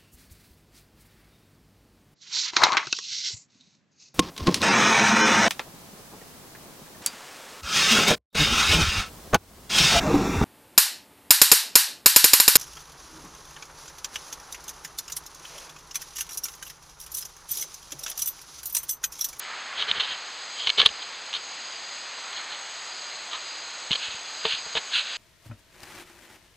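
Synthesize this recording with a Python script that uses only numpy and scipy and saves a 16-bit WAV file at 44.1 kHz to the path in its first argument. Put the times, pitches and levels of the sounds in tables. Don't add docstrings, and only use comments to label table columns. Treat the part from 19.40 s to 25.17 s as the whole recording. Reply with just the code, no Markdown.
import sys
import numpy as np
from scipy import signal
from scipy.fft import rfft, irfft, next_fast_len
from scipy.io import wavfile
from scipy.ndimage import uniform_filter1d

SR = 44100
rng = np.random.default_rng(int(sys.argv[2]) if len(sys.argv) > 2 else 0)


def unload_wav(signal):
    wavfile.write(
        sys.argv[1],
        SR,
        np.round(np.clip(np.atleast_2d(signal).T, -1, 1) * 32767).astype(np.int16),
    )


N = 254456
TIME = np.arange(N) / SR


# (frequency [Hz], gain [dB])
PUSH_SPECTRUM = [(20, -11), (70, -5.5), (200, -5.5), (310, -11.5), (440, 7.5), (560, 0), (1200, -2.5),
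                 (2200, 1), (3500, 3), (5500, -18), (12000, -57)]
# (peak time [s], length [s], shell level [dB], push level [dB], squeak pitch [Hz])
HEAD_STROKES = [(0.404, 0.055, -26.5, -38, 3340), (.495, .027, -26, -35.5, 3200),
                (0.569, 0.044, -33, -39, 3100), (.607, .017, -23.5, -38.5, 3270),
                (0.636, .045, -31.5, -41, 2920), (0.709, .07, -35.5, -45, 3090),
                (1.223, .09, -33, -54, 3180), (1.275, .018, -24, -31.5, 3200),
                (1.388, 0.017, -18, -27, 3260), (1.402, .014, -14.5, -25.5, 3350),
                (1.428, .024, -30, -26.5, 3000), (1.463, 0.017, -18, -34, 3900),
                (1.626, 0.0085, -33, -52, 3400), (1.958, .027, -28.5, -43, 3620),
                (2.979, 0.048, -36, -47, 4200), (3.13, .038, -35.5, -48, 4200),
                (3.943, .044, -31, -44.5, 1140), (4.538, .008, -23, -37, 3100),
                (4.556, .012, -25, -34, 3900), (5.056, 0.012, -36, -26.5, 3100),
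                (5.372, .024, -25.5, -26.5, 3800)]

def scrapes(rise_share=0.47, lock_s=0.078):
    out = np.zeros(N)
    for time_s, length_s, shell_db, push_db, squeak_hz in HEAD_STROKES:
        lead_s, swell = stroke(rise_share * length_s, (1 - rise_share) * length_s)
        n = len(swell)
        grip = gain_of(1.7 * wander(n, hz=170))
        slips = grip * grains(n, per_s=7000, spread_db=2.5)
        ring = unit_rms(colour(slips, shell_gain_db)[:n])
        shoves = grip * grains(n, per_s=7000, spread_db=-0.5)
        push = unit_rms(colour(shoves, lambda hz: curve_db(PUSH_SPECTRUM, hz) + mode_lift_db(hz))[:n])
        squeak = length_s / lock_s * band_noise(n, squeak_hz, width_hz=260)
        rub = gain_of(shell_db) * unit_rms(ring + squeak) + gain_of(push_db) * push
        add(out, time_s - lead_s, swell * rub)
    return out


# (time [s], strength [dB])
SINGLE_SLIPS = [(0.4234, -12.5), (0.5131, -7), (0.5994, -14), (0.6054, -14), (1.1997, -21), (1.2715, -9),
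                (1.2931, -7.5), (1.3006, -4.5), (1.399, -5), (1.4155, -4), (1.4601, 0.5), (1.4903, -19),
                (1.9298, -17.5), (1.9384, -15), (2.9305, -25), (4.5089, -15), (4.5155, -10), (4.524, -13),
                (4.5308, -8.5), (5.0527, -11.5), (5.1238, -15), (5.1367, -20), (5.3527, -15.5)]

def ticks(chatter_s=0.0031, rattle_s=0.008, rattle_db=-27, squeal_hz=3520, squeal_s=0.004):
    out, t = np.zeros(N), np.arange(SR // 20) / SR
    squeal = np.sin(np.pi * np.minimum(t / squeal_s, 1)) ** 2 * np.sin(2 * np.pi * squeal_hz * t)
    decay = np.exp(-(t / chatter_s) ** 2) + gain_of(rattle_db) * np.exp(-t / rattle_s)
    for time_s, strength_db in SINGLE_SLIPS:
        force = 0.22 * rng.standard_normal(len(t)) * decay
        force[0] += 1
        pitch_ratio = 1.02 + 0.004 * strength_db
        crack = colour(force, lambda hz: shell_gain_db(hz / pitch_ratio))[:len(t)]
        crack /= abs(crack).max()
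        strength = gain_of(strength_db)
        add(out, time_s, gain_of(-1.5) * strength * crack + gain_of(-3) * strength ** 3 * squeal)
    return out


# (frequency [Hz], gain [dB])
SHELL_SPECTRUM = [(100, -47), (500, -34.5), (1200, -15.5), (2000, -19.5), (2700, -8.5), (3300, -1),
                  (4200, -8), (4750, -17), (5500, -28), (6400, -23), (8000, -44.5), (10300, -47.5),
                  (11500, -62)]

def shell_gain_db(hz):
    return curve_db(SHELL_SPECTRUM, hz) + mode_lift_db(hz)


# (frequency [Hz], width [Hz], lift [dB])
PLASTIC_MODES = [(1140, 140, 5.5), (1712, 53, 10.5), (2233, 120, 8), (3090, 230, 6), (3800, 79, 5.5),
                 (4250, 240, 7)]

def mode_lift_db(hz):
    return sum(db / (1 + (2 * (hz - mode_hz) / width_hz) ** 2) for mode_hz, width_hz, db in PLASTIC_MODES)


# (frequency [Hz], relative level [dB], T60 [s])
MOUNT_MODES = [(447.5, 0, 0.09), (653, -2, 0.058), (916, -3, 0.064), (1180, -0.5, 0.031)]
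# (frequency [Hz], gain [dB])
THUD_SPECTRUM = [(20, -19), (60, 3), (120, -1), (200, 2), (290, -8), (450, -16), (1500, -39), (6000, -74)]
# (time [s], thud level [dB], ring level [dB])
BLOWS = [(.512, -49, -58), (.582, -48, -49), (1.382, -49, -45), (1.457, -38.5, -35.5), (1.501, -53, -58),
         (4.5076, -33, -42.5), (4.684, -51, -51), (4.745, -53, -63), (5.0515, -43, -25), (5.135, -52, -53),
         (5.262, -52, -44), (5.352, -45, -31.5), (5.367, -50, -35)]

def knocks(shudder=0.077, shudder_s=0.0065, attack_s=0.00053):
    out, t = np.zeros(N), np.arange(SR // 8) / SR
    ring = sum((-1) ** k * gain_of(db - 60 * t / t60_s) * np.cos(2 * np.pi * hz * t)
               for k, (hz, db, t60_s) in enumerate(MOUNT_MODES))
    ring *= 1 - np.exp(-t / attack_s)
    for time_s, thud_db, ring_db in BLOWS:
        force = shudder * rng.standard_normal(len(t)) * np.exp(-t / shudder_s)
        force[0] += 1
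        thud = colour(force, lambda hz: curve_db(THUD_SPECTRUM, hz))
        add(out, time_s, gain_of(thud_db) * unit_peak_rms(thud))
        add(out, time_s, gain_of(ring_db) * unit_peak_rms(ring))
    return out


# (frequency [Hz], gain [dB])
FUR_SPECTRUM = [(20, -27), (250, -17.5), (450, -13.5), (900, 3.5), (1450, 7.5), (2100, 6.5), (3200, -6.5),
                (4500, -30), (5500, -30), (9000, -34), (11500, -52)]
# (peak time [s], length [s], level [dB])
CHEEK_PASSES = [(0.098, 0.21, -42.5), (0.502, 0.5, -37.5), (2.998, 0.57, -44.5)]

def fur():
    hairs = grains(N, per_s=12000, spread_db=2.5) * gain_of(wander(N, hz=30))
    pressure = sum(gain_of(db) * swell_at(time_s, length_s) for time_s, length_s, db in CHEEK_PASSES)
    return pressure * unit_rms(colour(hairs, lambda hz: curve_db(FUR_SPECTRUM, hz))[:N])


# (frequency [Hz], gain [dB])
LEAF_SPECTRUM = [(100, -31), (600, -34), (1100, -14), (1550, -1.5), (2050, -9.5), (2600, 4), (4300, 2),
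                 (4900, -16), (5500, -26), (6500, -20), (8300, -26.5), (10200, -36.5), (11500, -68)]
# (peak time [s], rise [s], fall [s], level [dB])
PAW_STEPS = [(.69, .05, 0.055, -37), (4.640, 0.048, 0.094, -33.5), (5.108, 0.057, 0.059, -28.5),
             (5.562, 0.026, 0.04, -21), (5.740, 0.12, 0.057, -35)]

def rustles():
    out = np.zeros(N)
    for time_s, rise_s, fall_s, db in PAW_STEPS:
        lead_s, swell = stroke(rise_s, fall_s)
        n = len(swell)
        clumps = gain_of(0.79 * wander(n, hz=90))
        snaps = clumps * grains(n, per_s=7000, spread_db=0.5)
        crackle = colour(snaps, lambda hz: curve_db(LEAF_SPECTRUM, hz))[:n]
        add(out, time_s - lead_s, gain_of(db) * swell * unit_rms(crackle))
    return out


# (centre [Hz], width [Hz], level before shading [dB], swell depth [dB])
BACKGROUND_BANDS = [(4154, 280, -48, 1), (6140, 440, -55.5, 0), (6580, 223, -48, 0.64), (7020, 210, -59, 3),
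                    (5666, 22, -70, 0), (7307, 18, -71, 0), (7733, 370, -54.5, 0.5), (10500, 200, -77.5, 0),
                    (11690, 290, -67.5, -1.5)]
# (peak time [s], length [s])
NEAR_TRILLS = [(.66, 0.24), (1.35, 0.72), (2.378, 0.58), (3.545, 0.34), (4.117, 0.22), (4.587, 0.11),
               (5.128, 0.46), (5.754, 0.13)]
# (time [s], gain [dB])
HEAD_SHADE = [(0, -3.5), (.75, -2.5), (1.15, 1), (1.7, -1), (2.7, 1), (5.77, 2)]

def insects_and_high_hiss(trill_hz=4795, trill_db=-49, lull_db=-54):
    bands = np.zeros(N)
    for hz, width_hz, db, swell_db in BACKGROUND_BANDS:
        band = band_noise(N, hz, width_hz) * gain_of(swell_db * wander(N, hz=4.3))
        bands += gain_of(db) * unit_rms(band)
    trills = sum(swell_at(time_s, length_s) for time_s, length_s in NEAR_TRILLS)
    near = (gain_of(lull_db) + gain_of(trill_db) * trills) * band_noise(N, trill_hz, width_hz=193)
    shade_db = np.interp(TIME, *np.transpose(HEAD_SHADE))
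    return (bands + near) * gain_of(shade_db)


# (frequency [Hz], gain [dB])
HISS_SPECTRUM = [(20, -24.5), (100, -21.5), (280, -12), (450, -7), (800, -1), (1500, 0), (3300, -0.5),
                 (4700, -3), (5250, -5.5), (5500, -30.5), (7600, -46), (8500, -25.5), (10600, -35),
                 (12500, -50)]

def hiss(level_db=-40):
    noise = colour(rng.standard_normal(N + SR), lambda hz: curve_db(HISS_SPECTRUM, hz))
    return gain_of(level_db) * unit_rms(noise[SR:SR + N])


def gain_of(db):
    return 10 ** (np.asarray(db) / 20)


def unit_rms(x):
    return x / np.sqrt(np.mean(x ** 2) + 1e-20)


def unit_peak_rms(x, window_samples=300):
    return x / np.sqrt(uniform_filter1d(x ** 2, window_samples, mode="constant").max())


def curve_db(points, hz):
    point_hz, point_db = np.transpose(points)
    return np.interp(np.log(hz + 1), np.log(point_hz + 1), point_db)


def add(mix, time_s, sound):
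    part = mix[max(round(time_s * SR), 0):][:len(sound)]
    part += sound[:len(part)]


def colour(x, spectrum_db, size=4096):
    hz = abs(np.fft.fftfreq(size, 1 / SR))
    log_gain = np.log(gain_of(spectrum_db(hz)))
    transfer = np.exp(np.conj(signal.hilbert(log_gain)))
    return signal.fftconvolve(x, np.fft.ifft(transfer).real[:size // 2])


def wander(count, hz):
    size = next_fast_len(max(count, SR))
    lowpass = np.exp(-(np.fft.rfftfreq(size, 1 / SR) / hz) ** 2)
    return unit_rms(irfft(rfft(rng.standard_normal(size)) * lowpass, size))[:count]


def grains(count, per_s, spread_db):
    sizes = gain_of(spread_db * np.minimum(rng.exponential(1, count), 4))
    return sizes * rng.choice([-1, 1], count) * (rng.random(count) < per_s / SR)


def band_noise(count, hz, width_hz):
    size = next_fast_len(count)
    band = 1 / (1 + ((np.fft.rfftfreq(size, 1 / SR) - hz) / width_hz) ** 2) ** 2
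    return unit_rms(irfft(band * rfft(rng.standard_normal(size)), size)[:count])


def stroke(rise_s, fall_s):
    t = np.arange(-3 * rise_s, 3 * fall_s, 1 / SR)
    side_s = np.where(t < 0, rise_s, fall_s)
    return -t[0], np.exp(-(t / side_s) ** 2 / np.sqrt(2))


def swell_at(time_s, length_s):
    return np.exp(-2 * np.sqrt(2) * ((TIME - time_s) / length_s) ** 2)


def scene():
    contact = scrapes() + ticks() + knocks() + rustles() + fur()
    return contact * gain_of([[-0.35], [0.35]]) + insects_and_high_hiss() + hiss()


# (frequency [Hz], gain [dB])
TREBLE_ROLLOFF = [(10600, 0.5), (12000, -15.5), (14500, -9)]

def record(dry, ceiling=0.77, cutoff_hz=15000):
    clipped = dry / (1 + (dry / ceiling) ** 6) ** (1 / 6)
    dulled = np.array([colour(side, lambda hz: curve_db(TREBLE_ROLLOFF, hz))[:N] for side in clipped])
    lowpass = signal.firwin(255, cutoff_hz, window=("kaiser", 9), fs=SR)
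    return signal.oaconvolve(dulled, lowpass[None], "same")


dry = scene()
out = record(dry)
unload_wav(out)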